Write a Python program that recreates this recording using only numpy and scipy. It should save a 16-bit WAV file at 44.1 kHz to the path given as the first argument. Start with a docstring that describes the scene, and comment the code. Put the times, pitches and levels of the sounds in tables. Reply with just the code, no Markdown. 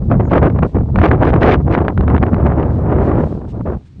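"""Gusty wind buffets a small microphone in an open field.
Big eddies rumble on the port; small ones flutter, brighter the harder it blows.
Single eddies slap the membrane, and the hardest gusts tear into a rasp.
Faint behind: dry grass hissing, one thin chirp, rustles as of a coat. A limiter holds the peaks down."""
import sys
import numpy as np
from scipy import signal
from scipy.fft import rfft, irfft
from scipy.io import wavfile
from scipy.ndimage import uniform_filter1d, minimum_filter1d

SR = 44100
rng = np.random.default_rng(int(sys.argv[2]) if len(sys.argv) > 2 else 0)


def store_wav(level_fs):
    """Save 16-bit WAV to argv[1]."""
    pcm = np.round(np.clip(np.atleast_2d(level_fs), -1, 1) * 32767)
    wavfile.write(sys.argv[1], SR, pcm.T.astype(np.int16))


N = 176400
TIME_S = np.arange(N) / SR
BIN_HZ = np.maximum(np.arange(N // 2 + 1) * SR / N, 1)


def from_db(db):
    return 10 ** (np.asarray(db) / 20)


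def rms(x):
    return np.sqrt(np.mean(x ** 2) + 1e-20)


def in_time(rows):
    """Interpolate a table at every sample."""
    return np.interp(TIME_S, *np.transpose(rows))


def at_hz(rows, hz):
    """Interpolate a table on a log-frequency axis."""
    known_hz, values = np.transpose(rows)
    return np.interp(np.log(hz), np.log(known_hz), values)


def drift(corner_hz):
    """Low-passed noise, rms 1."""
    slow = irfft(rfft(rng.standard_normal(N)) / (1 + (BIN_HZ / corner_hz) ** 2), N)
    return slow / rms(slow)


def coloured(x, spectrum):
    """Filter by a spectrum table, rms 1."""
    shaped = irfft(rfft(x) * from_db(at_hz(spectrum, BIN_HZ)), N)
    return shaped / rms(shaped)


def steadied(x, strength=0.72, window_s=0.11):
    """Partly even out slow swells, rms 1."""
    power = uniform_filter1d(x ** 2, int(window_s * SR))
    power = uniform_filter1d(power, int(window_s * SR / 2))
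    even = x / (power + 1e-9) ** (strength / 2)
    return even / rms(even)


def swell(start_s, length_s):
    """Half-sine envelope."""
    return np.sin(np.pi * np.clip((TIME_S - start_s) / length_s, 0, 1))


def pressure_grain(pops_per_s=1600, spread_db=2.5, noise_gain=0.6):
    """Tiny pressure jumps of uneven size over a little smooth noise."""
    sizes = from_db(spread_db * np.minimum(rng.exponential(1, N), 3))
    signs = rng.choice([-1, 1], N)
    pops = sizes * signs * (rng.random(N) < pops_per_s / SR)
    return pops / rms(pops) + noise_gain * rng.standard_normal(N)


# Push of the big eddies. Each row: time in seconds, relative level in dB.
EDDY_PUSH = [(0.0, -19.5), (0.155, -10.5), (0.289, -18.5), (0.334, -10), (0.654, -15), (0.718, -33),
             (0.753, -15), (0.833, -12), (0.853, -22.5), (1.028, -3), (1.048, -13), (1.507, -13),
             (1.956, -17.5), (1.976, -12), (2.235, -11.5), (2.245, -12.5), (2.295, -22.5), (2.335, -7.5),
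             (2.365, -18.5), (2.449, -10), (2.529, -17), (3.048, -14.5), (3.118, -18.5), (3.153, -12),
             (3.397, -26), (3.717, -21.5), (3.771, -22.5), (3.801, -41), (3.941, -41.5), (3.991, -31)]
# Each row: frequency in Hz, relative level in dB.
RUMBLE_SPECTRUM = [(15, -20.5), (30, -14), (52, -2.5), (63, 0), (75, 4.5), (90, -1.5), (120, 0),
                   (200, -7.5), (350, -19.5), (700, -49), (1500, -83)]


def rumble(gain_db=1.5):
    """Big eddies rock the membrane in slow lumps."""
    lumps = steadied(coloured(rng.standard_normal(N), RUMBLE_SPECTRUM))
    return from_db(gain_db + in_time(EDDY_PUSH)) * lumps


# Airflow force on the port. Each row: time in seconds, relative level in dB.
AIRFLOW_FORCE = [(0.0, -38.5), (0.075, -43.5), (0.125, -13.5), (0.185, -34.5), (0.21, -20), (0.244, -26.5),
                 (0.289, -36.5), (0.329, -9), (0.379, -6.5), (0.399, -23.5), (0.469, -9), (0.489, -31),
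                 (0.504, -22.5), (0.529, -38), (0.569, -22), (0.614, -33.5), (0.629, -16), (0.659, -25),
                 (0.673, -33), (0.723, -52), (0.748, -20.5), (0.823, -29.5), (0.843, -41.5), (0.933, -37.5),
                 (0.983, -23.5), (1.053, -1), (1.098, -23), (1.117, -15.5), (1.167, -24.5), (1.287, -10.5),
                 (1.317, -24.5), (1.337, -16), (1.397, -25), (1.417, -12.9), (1.512, -10), (1.646, -40),
                 (1.671, -24.5), (1.761, -18.5), (1.866, -22), (1.891, -19), (1.941, -45), (1.98, -35.5),
                 (2.04, -23), (2.06, -35.5), (2.085, -21.5), (2.18, -23.5), (2.205, -34), (2.23, -17),
                 (2.285, -26.5), (2.355, -22), (2.38, -27), (2.484, -18.5), (2.549, -26.5), (2.579, -18.5),
                 (2.724, -29), (2.784, -29.5), (2.918, -20.5), (3.198, -20.5), (3.332, -35.5), (3.467, -36),
                 (3.512, -54), (3.542, -33.8), (3.587, -37), (3.607, -28), (3.622, -43), (3.642, -45),
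                 (3.662, -22.5), (3.727, -24.5), (3.776, -38.5), (3.791, -53), (3.891, -79), (3.991, -63)]
# Unevenness of the puffs. Each row: time in seconds, spread in dB before steadying.
PUFF_SPREAD = [(0, 4), (2.3, 4.5), (2.8, 1.1), (3.2, 2.5), (3.45, 5), (4, 2.5)]
# Each row: frequency in Hz, relative level in dB.
FLUTTER_SPECTRUM = [(60, -20.5), (150, 5.5), (350, 5.5), (700, -2), (1200, -11), (2000, -25), (3000, -39.5),
                    (4500, -58.5), (8000, -78)]
# Flutter growth with force. Each row: frequency in Hz, slope in dB per dB.
FLUTTER_GROWTH = [(150, 0.82), (500, 0.94), (1200, 1.14), (2500, 1.68), (5000, 1.84)]


def flutter(gain_db=-14, usual_force_db=-20):
    """Small eddies break on the port in quick puffs; high octaves grow fastest with force."""
    puffs = from_db(in_time(PUFF_SPREAD) * drift(corner_hz=60))
    drive = from_db(in_time(AIRFLOW_FORCE) - usual_force_db) * steadied(puffs)
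    air_bins = rfft(steadied(coloured(pressure_grain(), FLUTTER_SPECTRUM)))
    octaves_hz = np.geomspace(125, 8000, 7)
    out = np.zeros(N)
    for hz, selector in zip(octaves_hz, np.eye(len(octaves_hz))):
        band_weights = np.interp(np.log(BIN_HZ), np.log(octaves_hz), selector)
        band = irfft(air_bins * band_weights, N)
        out += band * drive ** at_hz(FLUTTER_GROWTH, hz)
    return from_db(gain_db) * out


# Each row: frequency in Hz, relative level in dB.
GRASS_SPECTRUM = [(300, 4), (1000, 10), (2500, 5.5), (4200, 3), (5500, -1.5), (8500, -8.5)]


def grass(level_db=-62.5):
    """Wind hisses steadily in dry grass."""
    return from_db(level_db) * coloured(rng.standard_normal(N), GRASS_SPECTRUM)


# Single eddies hitting the port. Each row: start in seconds, relative attack level in dB.
EDDY_SLAPS = [(0.114, -8.5), (0.127, -25.5), (0.205, -27.5), (0.212, -26), (0.379, 12.5), (0.457, -15),
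              (0.466, -15), (0.499, -14), (0.588, -10), (0.624, -36), (0.651, -30), (0.755, -21),
              (0.958, -4), (0.986, 6.5), (1.015, 14), (1.113, 2), (1.232, 13), (1.338, -2), (1.419, -3.5),
              (1.543, 6), (1.749, 6.5), (1.787, -7), (1.881, 13), (1.976, -8.5), (2.008, -10.5),
              (2.079, -9), (2.1, -10), (2.164, -10), (2.179, -9.5), (2.227, -3), (2.265, -12.5),
              (2.343, -8.5), (2.465, -8), (2.628, -13), (2.705, -24)]


def slaps(gain_db=-9, decay_s=0.0025, attack_s=0.004, lag_s=0.001, tail_noise=0.46):
    """Each slap is a pressure jump with a short torn tail, dulled by the port."""
    out, t = np.zeros(N + SR), TIME_S[:SR // 20]
    port = np.vstack([signal.butter(2, 536, "high", fs=SR, output="sos"),
                      signal.butter(3, 1592, "low", fs=SR, output="sos"),
                      signal.butter(2, 3600, "low", fs=SR, output="sos")])
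    for start_s, level_db in EDDY_SLAPS:
        jump = rng.choice([-1, 1]) + tail_noise * rng.standard_normal(len(t))
        slap = signal.sosfilt(port, jump * np.exp(-t / decay_s))
        start = int((start_s + lag_s) * SR)
        out[start:start + len(t)] += from_db(level_db + gain_db) * slap / rms(slap[t < attack_s])
    return out[:N]


def chirp(start_s=0.22, length_s=0.09, start_hz=7000, end_hz=6100, waver_hz=220, peak_db=-62):
    """One thin falling note, likely a far bird."""
    glide_hz = np.interp(TIME_S, [start_s, start_s + length_s], [start_hz, end_hz])
    pitch_hz = glide_hz + waver_hz * drift(corner_hz=200)
    tone = np.sin(2 * np.pi * np.cumsum(pitch_hz) / SR)
    return from_db(peak_db) * swell(start_s, length_s) * tone


# Gusts tearing at the port. Each row: start in seconds, length in seconds, relative level in dB.
GUST_TEARS = [(0.301, 0.089, -44), (0.983, 0.1, -40.5), (1.027, 0.059, -32), (1.216, 0.09, -37.5),
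              (1.415, 0.134, -27.5), (1.71, 0.047, -38.5)]
# Each row: frequency in Hz, relative level in dB.
RASP_SPECTRUM = [(500, -30), (1500, 7.5), (2500, 1), (3500, -10), (5000, -21), (6500, -31.5), (8500, -49.5)]


def tears(gain_db=5.5, edge_s=0.022, crackle_db=4.5):
    """In the hardest gusts the flow rips into a crackling rasp."""
    gates = sum(from_db(level_db) * ((TIME_S > start_s) & (TIME_S < start_s + length_s))
                for start_s, length_s, level_db in GUST_TEARS)
    envelope = uniform_filter1d(gates, int(edge_s * SR))
    crackle = steadied(pressure_grain() * from_db(crackle_db * drift(corner_hz=100)))
    return from_db(gain_db) * envelope * coloured(crackle, RASP_SPECTRUM)


# Cloth swishes. Each row: centre in seconds, length in seconds, level in dB.
CLOTH_SWISHES = [(.675, 0.15, -58.5), (2.746, 0.15, -59), (3.06, .14, -54), (3.272, 0.31, -56),
                 (3.504, 0.057, -53), (3.72, .12, -65), (3.87, 0.046, -60)]
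# Each row: frequency in Hz, relative level in dB.
CLOTH_SPECTRUM = [(800, 0), (2800, 1.5), (4200, -1.5), (5500, -6.5), (8500, -12.5)]


def rustles():
    """Cloth rubs softly near the microphone."""
    rubbing = sum(from_db(level_db) * swell(centre_s - length_s / 2, length_s)
                  for centre_s, length_s, level_db in CLOTH_SWISHES)
    return rubbing * coloured(rng.standard_normal(N), CLOTH_SPECTRUM)


def limiter_gain(x, ceiling_db=-0.3, release_db_per_s=1001):
    """Gain dips just ahead of each peak over the ceiling and recovers fast."""
    over_db = np.maximum(20 * np.log10(np.abs(x) + 1e-9) - ceiling_db, 0)
    release_db = release_db_per_s * TIME_S
    reduction_db = np.maximum.accumulate(over_db + release_db) - release_db
    look_ahead = minimum_filter1d(from_db(-reduction_db), size=128)
    return uniform_filter1d(uniform_filter1d(look_ahead, size=64), size=64)


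def scene():
    """Wind on the port over the small sounds of the field, mono."""
    return (rumble() + flutter() + grass() + slaps() + chirp() + tears() + rustles())[None]


def record(dry):
    """Limiter, short fade-in, steep low-pass."""
    fade_s, cutoff_hz = 0.004, 9000
    gain = limiter_gain(dry[0]) * np.minimum(TIME_S / fade_s, 1)
    low_pass = signal.ellip(8, 0.2, 70, cutoff_hz, fs=SR, output="sos")
    return signal.sosfilt(low_pass, dry * gain)


dry = scene()
out = record(dry)
store_wav(out)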